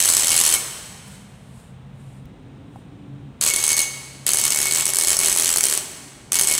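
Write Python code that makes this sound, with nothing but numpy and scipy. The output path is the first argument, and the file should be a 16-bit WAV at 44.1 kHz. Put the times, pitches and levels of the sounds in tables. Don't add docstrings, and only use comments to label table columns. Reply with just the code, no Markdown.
import sys
import numpy as np
from scipy import signal
from scipy.fft import rfft, irfft, next_fast_len
from scipy.io import wavfile
from scipy.ndimage import uniform_filter1d, minimum_filter1d

SR = 44100
rng = np.random.default_rng(int(sys.argv[2]) if len(sys.argv) > 2 else 0)


def persist_wave(psi):
    counts = np.round(np.clip(psi, -1, 1) * 32767).astype(np.int16)
    wavfile.write(sys.argv[1], SR, np.atleast_2d(counts).T)


N = 290619
T = np.arange(N) / SR

# first_s, last_s, count, first_db, later_db, chatter_db
BLOW_RUNS = [ (.003, .049, 5, -7, -13, -20.5), (0.0567, .0776, 3, -8, -17, -20.5),
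             (.089, .1495, 6, -4, -11, -23.5), (0.1684, .2085, 5, -6.5, -15, -23),
             (0.2229, .2582, 4, -17.5, -14, -23.5), (0.271, .2925, 3, -12.5, -14, -22.5),
             (0.305, .3431, 4, -9, -14, -19), (.365, .4141, 5, -8, -10.5, -22),
             (.438, .4778, 4, -9, -11, -20.5), (0.4904, .526, 4, -14, -17, -21),
             (0.5396, .55, 2, -3, -23, -21.5), (3.4124, 3.501, 8, -12, -13.5, -22),
             (3.538, 3.538, 1, -11.5, -20, -21.5), (3.5621, 3.628, 6, -10.5, -24, -24),
             (3.6401, 3.731, 8, -9, -14.5, -23.5), (3.7676, 3.817, 5, -14.5, -14, -23),
             (4.2663, 4.318, 5, -11.5, -15.5, -22.5), (4.3346, 4.358, 3, -9, -14.5, -26.5),
             (4.372, 4.414, 4, -11.5, -14.5, -23.5), (4.4391, 4.48, 4, -9.5, -14.5, -23),
             (4.5054, 4.521, 2, -13.5, -10.5, -21.5), (4.533, 4.616, 7, -19, -13.5, -22.5),
             (4.6292, 4.6846, 5, -11.5, -19, -23.5), (4.7113, 4.81, 9, -15, -14.5, -22),
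             (4.8554, 4.903, 5, -10.5, -17, -24.5), (4.9359, 4.9698, 4, -14.5, -14, -35),
             (4.987, 5.0485, 6, -7.5, -14.5, -25.5), (5.0725, 5.1165, 5, -10.5, -12, -20),
             (5.1308, 5.1453, 2, -15, -19, -24), (5.1685, 5.1685, 1, -12.5, -20, -34),
             (5.1904, 5.2255, 4, -7, -16.5, -22), (5.2345, 5.2973, 6, -14.5, -12, -21),
             (5.317, 5.3282, 2, -16.5, -12.5, -23), (5.351, 5.3624, 2, -19, -19, -28),
             (5.3742, 5.4705, 9, -12, -14.5, -24), (5.479, 5.54, 6, -11, -15, -24.5),
             (5.561, 5.5838, 3, -12.5, -13, -26.5), (5.6084, 5.6088, 1, -11, -20, -30),
             (5.633, 5.632, 1, -11.5, -20, -27), (5.6393, 5.6997, 5, -9, -13.5, -23),
             (5.712, 5.7515, 4, -17, -14, -24), (5.776, 5.776, 1, -13.5, -20, -26.5),
             (6.3208, 6.367, 5, -12, -13.5, -23), (6.3888, 6.3964, 2, -11.5, -12.5, -24),
             (6.4122, 6.4445, 4, -6, -14.5, -24.5), (6.473, 6.5515, 7, -7.5, -13.5, -22.5),
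             (6.5794, 6.5792, 1, -15.5, -20, -20)]
# freq_hz, level_db
BLOW_SPECTRUM = [(100, -19), (300, -18), (1300, -18), (2200, -13.5), (3500, -14), (5300, -9.5),
                 (6400, -5.5), (7100, -6.5), (7900, 1), (9400, -1.5), (10300, -2.5), (11000, -8.5),
                 (14000, -16), (15800, -24.5)]
# freq_hz, level_db
REBOUND_SPECTRUM = [(100, -12.5), (300, -13.5), (1400, -11), (3000, -5.5), (5300, -5.5), (6400, -6.5),
                    (7000, -2.5), (7900, 1), (9400, -7.5), (10300, -11.5), (11000, -8), (14000, -9),
                    (15800, -27)]
# freq_hz, t60_s
TAIL_DECAY = [(150, 0.96), (600, 2), (2000, 2), (4500, 1.6), (8000, 1.22), (12000, 1.1), (16000, 1)]
# freq_hz, level_db
TAIL_SPECTRUM = [(150, 1.5), (600, 3.5), (2000, 0), (5000, -2), (8000, -1), (12000, -5), (16000, 1.5)]
# pitch_hz, gain_db, t60_s
WALL_MODES = [(597, -2, .1), (830, -7, .03), (1130, -8, .02), (2880, -4, .06), (5330, -4, .03),
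              (6310, -5, .04), (6450, -4, .02), (7850, -7, .02), (10300, -7, .012), (15560, -1, .02),
              (3110, -2, .03), (4180, -5, .025), (4380, -5, .025), (4610, 0, .12), (7202, 2, .12)]
# start_s, end_s, pitch_hz, gain_db, t60_s
SPOT_MODES = [(0, 2, 3080, 2, .1), (0, 2, 5260, -4, .1), (0, 2, 6290, -3.5, .1), (3, 4.7, 4612, 7, .35),
              (3, 4.25, 4300, -1, .04), (3, 3.9, 7205, 0, .2)]
# time_s, gain_db
FRAME_GAIN = [(0, -4.5), (3.4, 4.5), (3.8, 2), (4.3, 6), (5.0, 10.5), (5.7, 11), (6.4, 6)]
# pitch_hz, width_hz
RIM_MODES = [(2213, 4), (6400, 90)]
# time_s, lower_db, upper_db
RIM_COUPLING = [(0, -32, -26), (.6, -29.5, -13.5), (3.45, -20.5, -6.5), (3.8, -9, 0), (4.3, -17.5, -6),
                (4.7, -16.5, -9.5), (5.25, -20.5, -12), (5.45, -28, -24), (5.8, -26, -19), (6.35, -20, -11)]
# time_s, level_db
RIM_SWELLS = [(.328, -29.5), (.56, -28.5), (3.515, -25.5), (3.58, -32), (3.72, -25), (4.456, -31),
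              (4.558, -30.5), (4.672, -24), (5.07, -31.5), (5.235, -31), (5.608, -35), (6.369, -27),
              (6.52, -30)]
# time_s, low_db, upper_db
DRONE_LEVELS = [(0, -46.5, -67), (1.2, -41.5, -59.5), (2.2, -39.5, -56.5), (2.3, -40.5, -45),
                (3.3, -40, -46), (3.6, -47.5, -55), (4.2, -44.5, -48.5), (5.001, -48, -51),
                (6.59, -46.5, -47.5)]
# freq_hz, level_db
DRONE_SPECTRUM = [(12, -72.5), (20, -60), (45, -9.5), (80, -10.5), (130, -0.5), (161, -6), (203, -4.5),
                  (280, -17.5), (316, -29), (403, -27.5), (474, -39), (500, -26), (650, -51), (1100, -120)]
# freq_hz, level_db
AIR_SPECTRUM = [(200, -23.5), (400, -2.5), (620, -5.5), (800, -5), (1100, -9.5), (1700, -14), (2800, -16),
                (3900, -18.5), (4500, -28.5), (7000, -30), (9200, -28.5), (11000, -45.5), (14000, -39.5)]
# start_s, end_s, pitch_hz, level_db
HUM_TONES = [(0, 6.59, 134, -56), (1.05, 1.4, 196, -50), (1.72, 2.22, 133, -41.5), (2.45, 2.9, 281, -54.5),
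             (3.02, 3.2, 287, -46), (3.12, 3.3, 138.7, -41.5), (3.9, 4.95, 135.5, -49.5)]
# start_s, level_db, pitch_hz, t60_s, tick_db
BOX_KNOCKS = [(0.949, -42, 790, .08, -54), (1.079, -48, 770, .04, -46), (1.599, -55.5, 550, 0.033, -56),
              (2.255, -41, 75, .1, -50), (2.759, -33, 786, 0.036, -58.5)]
# start_s, end_s, level_db
HAND_BRUSHES = [(1.084, 1.148, -46.5), (1.2, 1.68, -60), (1.575, 1.603, -58.5), (2.004, 2.17, -59),
                (2.76, 2.803, -62.5)]
# freq_hz, side_to_mid_db
STEREO_WIDTH = [(100, -58), (400, -39.5), (800, -34), (1500, -31), (2800, -19.5), (4500, -43.5),
                (9000, -75.5), (14000, -21.5)]


def amp(db):
    return 10 ** (np.asarray(db) / 20)


def unit(x):
    return x / np.sqrt(np.mean(x ** 2) + 1e-20)


def lookup(points, hz):
    points_hz, values = np.transpose(points)
    return np.interp(np.log(hz + 1), np.log(points_hz + 1), values)


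def add(mix, start_s, sound):
    start = round(start_s * SR)
    sound = sound[max(-start, 0):]
    part = mix[max(start, 0):][:len(sound)]
    part += sound[:len(part)]


def convolve(x, response):
    return signal.fftconvolve(x, response)[:N]


def impulse(spectrum, size=2048):
    level_db = lookup(spectrum, abs(np.fft.fftfreq(size, 1 / SR)))
    log_gain = np.log(amp(np.maximum(level_db, -90)))
    response = np.fft.ifft(np.exp(np.conj(signal.hilbert(log_gain)))).real
    return response / np.linalg.norm(response)


def noise(spectrum):
    size = next_fast_len(N, True)
    gain = amp(lookup(spectrum, np.fft.rfftfreq(size, 1 / SR)))
    return unit(irfft(rfft(rng.standard_normal(size)) * gain, size)[:N])


def envelope(start_s, end_s, db, rise_db_per_s, fall_db_per_s):
    drop_db = rise_db_per_s * np.maximum(start_s - T, 0) + fall_db_per_s * np.maximum(T - end_s, 0)
    return amp(np.maximum(db - drop_db, -150))


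def resonate(x, hz, t60_s):
    q = hz * t60_s * np.pi / np.log(1000)
    return signal.lfilter(*signal.iirpeak(hz, q, SR), x)


def stored(blows, t60_s):
    retain = np.exp(-2 * np.log(1000) / (t60_s * SR))
    return np.sqrt(signal.lfilter([1 - retain], [1, -retain], blows ** 2))


def ping(hz, t60_s):
    t = T[:SR]
    return np.sin(2 * np.pi * hz * t) * np.exp(-np.log(1000) * t / t60_s)


def contact(snap, rise_s=.00046, scrape_s=.00082, lead_in_s=.0016, buzz_s=.004, size=1200):
    t = (np.arange(size) - size // 4) / SR
    before = np.exp(-abs(t) / rise_s) + amp(-20) * np.exp(-abs(t) / lead_in_s)
    after = np.exp(-abs(t) / scrape_s) + amp(-18) * np.exp(-abs(t) / buzz_s)
    force = np.where(t < 0, before, after) * rng.choice([-1., 1.], size)
    force[size // 4] += snap
    return force


def hammer(gain_db=20.5, jitter_s=.0004, spread_db=2, snap_spread_db=3.5):
    out, colour = np.zeros(N), impulse(BLOW_SPECTRUM)
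    for first_s, last_s, count, first_db, later_db, _ in BLOW_RUNS:
        for k, hit_s in enumerate(np.linspace(first_s, last_s, round(count))):
            late, strong, clean = rng.standard_normal(3)
            hit_s += jitter_s * late if k else 0
            db = later_db + spread_db * strong if k else first_db
            force = contact(snap=3.1 * amp(snap_spread_db * clean))
            blow = signal.fftconvolve(force, colour)
            add(out, hit_s - len(force) // 4 / SR, amp(db + gain_db) * blow / np.linalg.norm(blow))
    return out


def chatter(rate_hz=450, spread_db=3, grain_s=.0013, hold_s=.0079, gain_db=-4):
    taps = (rng.random(N) < rate_hz / SR) * amp(spread_db * np.clip(rng.standard_normal(N), -2, 1))
    energy = signal.lfilter([1], [1, -np.exp(-1 / (grain_s * SR))], taps ** 2)
    grains = np.sqrt(energy) * rng.standard_normal(N)
    effort = np.zeros(N)
    for first_s, last_s, *_, db in BLOW_RUNS:
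        run = envelope(first_s, last_s + hold_s, db, rise_db_per_s=8000, fall_db_per_s=402)
        effort = np.maximum(effort, run)
    return amp(gain_db) * convolve(effort * unit(grains), impulse(REBOUND_SPECTRUM))


def room(x, early_db=-8, late_db=-9, early_t60_s=.22, build_s=.0079, delay_s=.002, count=7):
    t, out = T[:3 * SR // 2], np.zeros(N)
    turn = rng.integers(0, count, N // 512 + 1)[np.arange(N) // 512]
    for k in range(count):
        early = rng.standard_normal(len(t)) * (rng.random(len(t)) < 2500 / SR)
        early *= amp(-60 * t / early_t60_s) * (t > delay_s)
        hz, age_s, bands = signal.stft(rng.standard_normal(len(t)), SR, nperseg=256)
        bands *= amp(lookup(TAIL_SPECTRUM, hz)[:, None] - 60 * age_s / lookup(TAIL_DECAY, hz)[:, None])
        late = signal.istft(bands, SR, nperseg=256)[1][:len(t)] * (1 - np.exp(-t / build_s))
        early *= amp(early_db) / np.linalg.norm(early)
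        late *= amp(late_db) / np.linalg.norm(late)
        out += convolve(x * (turn == k), early + late)
    return out


def can_wall(blows):
    common = sum(amp(db) * resonate(blows, hz, t60_s) for hz, db, t60_s in WALL_MODES)
    spot = sum(amp(db) * resonate(blows * (T >= start_s) * (T < end_s), hz, t60_s)
               for start_s, end_s, hz, db, t60_s in SPOT_MODES)
    return common + spot


def frame(blows, body_hz=385, t60_s=.12):
    return amp(np.interp(T, *np.transpose(FRAME_GAIN))) * resonate(blows, body_hz, t60_s)


def can_rim(blows, lower_db=-2, upper_db=-6, lower_t60_s=.88, upper_t60_s=.29):
    (lower_hz, lower_width_hz), (upper_hz, upper_width_hz) = RIM_MODES
    time_s, lower_feed_db, upper_feed_db = np.transpose(RIM_COUPLING)
    swells = sum(envelope(at_s, at_s, db + lower_db, rise_db_per_s=600.5, fall_db_per_s=260)
                 for at_s, db in RIM_SWELLS)
    lower = stored(blows, lower_t60_s) * amp(lower_db + np.interp(T, time_s, lower_feed_db))
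    upper = stored(blows, upper_t60_s) * amp(upper_db + np.interp(T, time_s, upper_feed_db))
    drift_rad = np.cumsum(rng.standard_normal(N)) * np.sqrt(2 * np.pi * lower_width_hz / SR)
    flutter = 1 + .3 * noise([(2, -2), (25, 2), (70, -28), (300, -90.5)])
    tone = np.sqrt(2) * np.sin(2 * np.pi * lower_hz * T + drift_rad) * flutter
    band = signal.iirpeak(upper_hz, upper_hz / upper_width_hz, SR)
    cluster = unit(signal.lfilter(*band, rng.standard_normal(N)))
    return np.hypot(lower, swells) * tone + upper * cluster


def drone(low_gain_db=-3, upper_gain_db=-4, rumble_db=-59):
    time_s, low_db, upper_db = np.transpose(DRONE_LEVELS)
    low = amp(low_gain_db + np.interp(T, time_s, low_db)) * noise(DRONE_SPECTRUM)
    upper = noise([(150, -36.5), (225, -2), (290, -.5), (340, -8), (420, -10), (800, -34), (2000, -71.5)])
    upper *= amp(upper_gain_db + np.interp(T, time_s, upper_db))
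    rumble = noise([(5, -20), (25, -19.5), (60, 1), (100, -4.5), (300, -53), (1000, -89.5)])
    return low + upper + amp(rumble_db) * rumble


def air(level_db=-54):
    return amp(level_db) * noise(AIR_SPECTRUM)


def hums(gain_db=-1, waver_hz=1.84, fade_db_per_s=109.5):
    out = np.zeros(N)
    for start_s, end_s, hz, db in HUM_TONES:
        pitch_hz = hz + waver_hz * noise([(1, 1.5), (6, .5), (20, -43), (100, -100)])
        gain = envelope(start_s, end_s, db + gain_db, fade_db_per_s, fade_db_per_s)
        out += gain * np.sqrt(2) * np.sin(2 * np.pi * np.cumsum(pitch_hz) / SR)
    return out


def knocks(tick_s=.003):
    out = np.zeros(N)
    for start_s, db, hz, t60_s, tick_db in BOX_KNOCKS:
        tick = rng.standard_normal(SR) * np.exp(-T[:SR] / tick_s)
        body = ping(hz, t60_s) + .5 * ping(hz * 1.18, t60_s / 2)
        add(out, start_s, amp(db) * body + amp(tick_db) * tick)
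    return out


def rustle(gain_db=-3, fade_db_per_s=151.5):
    brushes = sum(envelope(*brush, fade_db_per_s, fade_db_per_s) for brush in HAND_BRUSHES)
    hiss = noise([(3000, 0), (6000, -4), (8500, 7), (11000, -3), (15000, -13.5)])
    return amp(gain_db) * brushes * hiss


def scene():
    blows = hammer() + chatter()
    blows += room(blows)
    bell = blows + can_wall(blows) + frame(blows) + can_rim(blows)
    mid = bell + knocks() + drone() + rustle() + air() + hums()
    width = amp(lookup(STEREO_WIDTH, np.fft.rfftfreq(N, 1 / SR)))
    side = irfft(1j * rfft(mid) * width, N)
    return np.array([mid + side, mid - side])


def record(dry, ceiling=.91, window_samples=45, cutoff_hz=15850):
    allowed = np.minimum(1, ceiling / (abs(dry).max(0) + 1e-9))
    gain = uniform_filter1d(minimum_filter1d(allowed, window_samples), window_samples)
    lowpass = signal.firwin(401, cutoff_hz, window=("kaiser", 8), fs=SR)
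    return signal.oaconvolve(dry * gain, lowpass[None], "same")


dry = scene()
out = record(dry)
persist_wave(out)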